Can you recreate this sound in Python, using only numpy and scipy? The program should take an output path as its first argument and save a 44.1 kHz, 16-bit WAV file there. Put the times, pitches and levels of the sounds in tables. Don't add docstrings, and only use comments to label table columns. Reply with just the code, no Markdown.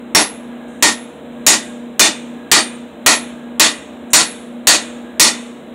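import sys
import numpy as np
from scipy import signal
from scipy.fft import rfft, irfft
from scipy.io import wavfile
from scipy.ndimage import uniform_filter1d

SR = 44100
rng = np.random.default_rng(int(sys.argv[2]) if len(sys.argv) > 2 else 0)


def waveform_to_disk(signal):
    frames = np.transpose(np.atleast_2d(signal))
    scaled = np.clip(frames, -1, 1) * 32767
    samples = np.round(scaled).astype(np.int16)
    wavfile.write(sys.argv[1], SR, samples)


N = 253134

# start_s, force_db, thud_db, bright_db, clang_hz, clang_db, ring_db, ring_t60_s, ping_db
BLOWS = [(0.149, -2.5, 3, -1.5, 5543, -10, 8, 0.35, 0.5),
         (0.8250, -3.5, 2.5, 1.5, 1843, -12, -1.5, 0.42, -8),
         (1.4655, 1.5, -1.5, 5.5, 6750, -5, -4, 0.34, 3), (1.9949, 2, -0.5, 1, 3568, -13, -0.5, 0.22, -2),
         (2.5155, 3.5, -2, -4, 4530, -13, -5, 0.33, 9), (3.0621, 1.5, 0, -2, 2471, -17.5, 6, 0.3, -1),
         (3.5969, 3.5, -4.5, -5, 4340, -18, 1.5, 0.26, -1), (4.1330, 4, -4, 2, 7080, -7, -4.5, 0.44, 3),
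         (4.6710, 4.5, -3, 1, 4526, -14, -8.5, 0.32, -0.5),
         (5.1972, 4.5, -3, 3.5, 6420, -22.5, -2.5, 0.26, 0)]


def hammer(t, walls, gain_db=11, crack_db=-4, crack_decay_s=0.0073, ping_hz=8800):
    out = np.zeros(N)
    for start_s, force_db, thud_db, bright_db, clang_hz, clang_db, ring_db, ring_t60_s, ping_db in BLOWS:
        blow = amp(crack_db) * np.exp(-t / crack_decay_s) * rng.standard_normal(len(t))
        blow += crash(unit(walls + rng.standard_normal(len(t))), thud_db, bright_db)
        blow += clang(t, thud_db, bright_db, clang_hz, clang_db)
        blow += anvil_ring(t)
        blow += high_ring(t, ring_db, ring_t60_s)
        ping = ring([(ping_hz, ping_db - 32)], t, t60_s=0.35, scatter=1.0, scatter_hz=30.2)
        add(out, start_s, amp(gain_db + force_db) * (blow + ping))
    return out


# freq_hz, density_db
CRASH_SPECTRUM = [(30, -21), (120, -20), (190, -8), (300, -0.5), (450, -8.5), (900, -2.5), (1620, -3.5),
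                  (2450, -0.5), (3000, -4), (4300, 1.5), (4950, -2.5), (7000, 1), (9200, -3.5),
                  (12000, -18), (16000, -45)]
# freq_hz, t60_s
CRASH_DECAY = [(100, 0.24), (400, 0.25), (1500, 0.18), (4000, 0.19), (8000, 0.17), (14000, 0.15)]
# freq_hz, relative_db
SHOP_ECHO = [(200, -28), (1500, -27), (3600, -28.5), (4900, -48.5), (7500, -35), (14000, -44.5)]


def crash(noise, thud_db, bright_db, echo_t60_s=0.63):
    hz, time_s, bands = signal.stft(noise, SR, nperseg=512, noverlap=384)
    hz = hz[:, None]
    spot_db = 1.8 * unit(uniform_filter1d(rng.standard_normal(hz.shape), 2, axis=0))
    colour = unit(amp(curve(CRASH_SPECTRUM, hz))) * amp(tilt_db(hz, thud_db, bright_db) + spot_db)
    early = amp(-60 * time_s / curve(CRASH_DECAY, hz))
    echo = amp(curve(SHOP_ECHO, hz) - 60 * time_s / echo_t60_s)
    shaped = bands * colour * np.hypot(early, echo)
    return signal.istft(shaped, SR, nperseg=512, noverlap=384)[1][:len(noise)]


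# pitch_hz, level_db
STEEL_MODES = [(298, -20), (322, -22), (596, -22), (634, -22), (800, -24), (896, -22), (1000, -22.5),
               (1407, -23), (1843, -15), (1915, -18), (1968, -16), (2461, -19), (2545, -23), (2860, -24),
               (3255, -23), (3568, -17.5), (3780, -20), (4310, -20), (4440, -20), (4526, -17), (5543, -18),
               (5617, -21), (6514, -19), (6748, -17), (6962, -19), (7086, -20)]
# freq_hz, t60_s
STEEL_DECAY = [(300, 0.25), (900, .2), (1900, 0.22), (3600, 0.2), (4600, 0.16), (7000, 0.14)]


def clang(t, thud_db, bright_db, clang_hz, clang_db, modes_gain_db=-3.5, clang_gain_db=2):
    mode_hz, mode_db = np.transpose(STEEL_MODES)
    struck_db = mode_db + modes_gain_db + tilt_db(mode_hz, thud_db, bright_db)
    struck_db[np.argmin(abs(mode_hz - clang_hz))] = clang_gain_db + clang_db
    modes = list(zip(mode_hz, struck_db))
    return ring(modes, t, curve(STEEL_DECAY, mode_hz), scatter=1.1, scatter_hz=25)


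# pitch_hz, level_db
HIGH_MODES = [(10675, -30), (10866, -18), (10968, -14), (12790, -42)]


def high_ring(t, ring_db, t60_s, gain_db=-11.5):
    return amp(gain_db + ring_db) * ring(HIGH_MODES, t, t60_s, scatter=0.6, scatter_hz=24)


# pitch_hz, level_db
ANVIL_MODES = [(1968, -4), (2461, -1), (3568, 0), (5543, -13), (6514, -8)]


def anvil_ring(t, gain_db=-43):
    return amp(gain_db) * ring(ANVIL_MODES, t, t60_s=0.54, scatter=1.3, scatter_hz=50)


# start_s, level_db
BAR_BOUNCES = [(0.921, -21)]


def bar_bounce(t, walls, decay_s=0.017):
    out = np.zeros(N)
    for start_s, level_db in BAR_BOUNCES:
        add(out, start_s, amp(level_db) * crash(walls, thud_db=0, bright_db=0) * np.exp(-t / decay_s))
    return out


# start_s, level_db, decay_s
BAR_SLIDES = [(0.68, -56, 0.4), (1.321, -66, .2), (4.104, -41.5, 0.064)]


def bar_slides(band_hz=(6300, 9500)):
    out, t = np.zeros(N), np.arange(SR // 2) / SR
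    band = signal.butter(4, band_hz, "bandpass", fs=SR, output="sos")
    for start_s, level_db, decay_s in BAR_SLIDES:
        hiss = unit(signal.sosfilt(band, rng.standard_normal(len(t))))
        add(out, start_s, amp(level_db) * np.exp(-t / decay_s) * hiss)
    return out


CYCLE_S, CYCLE_START_S = 0.896, 0.25
# shaft_multiple, level_db
MOTOR_ORDERS = [(3, -60.5), (5, -51.5), (7, -46), (9, -47), (10, -52.5), (11, -49), (12, -50.5),
                (15, -50.5), (16, -45.5), (19, -61), (20, -49)]


def motor(t, shaft_hz=30.17, hum_hz=239.3, hum_db=-32, drop_db=-16, sag_db=-4.5):
    orders = np.zeros(N, complex)
    for multiple, level_db in MOTOR_ORDERS:
        tone = np.exp(2j * np.pi * (multiple * shaft_hz * t + rng.random()))
        orders += amp(level_db) * tone * (1 + 0.34 * waver(N, rate_hz=1.6))
    throb_db = drop_db * swell(t, peak_s=0, width_s=0.066)
    throb_db += sag_db * swell(t, peak_s=CYCLE_S / 2, width_s=0.1)
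    hum = amp(hum_db + throb_db) * np.exp(2j * np.pi * hum_hz * t) * (1 + 0.3 * waver(N, rate_hz=3))
    return np.sqrt(2) * (orders + hum).real


# freq_hz, density_db
BACKGROUND_HISS_SPECTRUM = [(25, -35), (75, 1), (125, -31), (155, -4), (250, 4), (400, -3), (600, 0.5),
                            (900, -7.5), (1800, -15), (4000, -19.5), (4450, -51), (5200, -51.5),
                            (7300, -30), (11000, -40), (16000, -41)]


def background_hiss(t, level_db=-38, swell_db=1.5):
    colour = amp(curve(BACKGROUND_HISS_SPECTRUM, np.fft.rfftfreq(N, 1 / SR)))
    hiss = unit(irfft(rfft(rng.standard_normal(N)) * colour, N))
    return hiss * amp(level_db + swell_db * swell(t, peak_s=0.31, width_s=0.22))


def whine(t, pitch_hz=1640, level_db=-65, swell_db=15.5):
    tone = unit((waver(N, rate_hz=60) * np.exp(2j * np.pi * pitch_hz * t)).real)
    return tone * amp(level_db + swell_db * swell(t, peak_s=0.43, width_s=0.28))


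def ring(modes, t, t60_s, scatter, scatter_hz):
    out = np.zeros(len(t))
    for (pitch_hz, level_db), life_s in zip(modes, t60_s * np.ones(len(modes))):
        tone = np.exp(2j * np.pi * (pitch_hz * t + rng.random()))
        tone *= 1 + scatter * waver(len(t), scatter_hz)
        out += amp(level_db - 60 * t / life_s) * tone.real
    return out


def tilt_db(hz, thud_db, bright_db):
    return thud_db / (1 + (hz / 1400) ** 2) + bright_db * hz ** 4 / (hz ** 4 + 6000 ** 4)


def swell(t, peak_s, width_s):
    away_s = (t - CYCLE_START_S - peak_s + CYCLE_S / 2) % CYCLE_S - CYCLE_S / 2
    return np.exp(-(away_s / width_s) ** 2)


def waver(size, rate_hz):
    knots = np.arange(0, size + 64, 64)
    hz = np.fft.fftfreq(len(knots), knots[1] / SR)
    spectrum = rng.standard_normal(len(knots)) + 1j * rng.standard_normal(len(knots))
    drift = unit(np.fft.ifft(spectrum / (1 + (hz / rate_hz) ** 4)))
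    return np.interp(np.arange(size), knots, drift)


def curve(points, hz):
    point_hz, value = np.transpose(points)
    return np.interp(np.log(hz + 1), np.log(point_hz + 1), value)


def amp(db):
    return 10 ** (np.asarray(db) / 20)


def unit(x):
    return x / np.sqrt(np.mean(abs(x) ** 2) + 1e-20)


def add(mix, start_s, sound):
    part = mix[round(start_s * SR):][:len(sound)]
    part += sound[:len(part)]


def scene():
    t, blow_t = np.arange(N) / SR, np.arange(0, 0.56, 1 / SR)
    walls = rng.standard_normal(len(blow_t))
    forging = hammer(blow_t, walls) + bar_bounce(blow_t, walls) + bar_slides()
    return (forging + motor(t) + background_hiss(t) + whine(t))[None]


def gain_control(x, threshold_db=-8, slope=0.81, attack_s=0.00051, release_db_per_s=400):
    pole = np.exp(-1 / (attack_s * SR))
    power_db = 10 * np.log10(signal.lfilter([1 - pole], [1, -pole], x ** 2) + 1e-12)
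    release_db = release_db_per_s * np.arange(N) / SR
    held_db = np.maximum.accumulate(power_db + release_db) - release_db
    return x * amp(-slope * np.maximum(held_db - threshold_db, 0))


def record(dry, overload_db=9, low_cut_hz=110, ceiling=0.95, high_cut_hz=15800):
    x = dry[0] / (1 + (dry[0] / amp(overload_db)) ** 8) ** (1 / 8)
    x = signal.sosfilt(signal.butter(1, low_cut_hz, "highpass", fs=SR, output="sos"), x)
    x = np.clip(gain_control(x), -ceiling, ceiling)
    lowpass = signal.firwin(511, high_cut_hz, window=("kaiser", 8), fs=SR)
    return signal.oaconvolve(x, lowpass, "same")[None]


dry = scene()
out = record(dry)
waveform_to_disk(out)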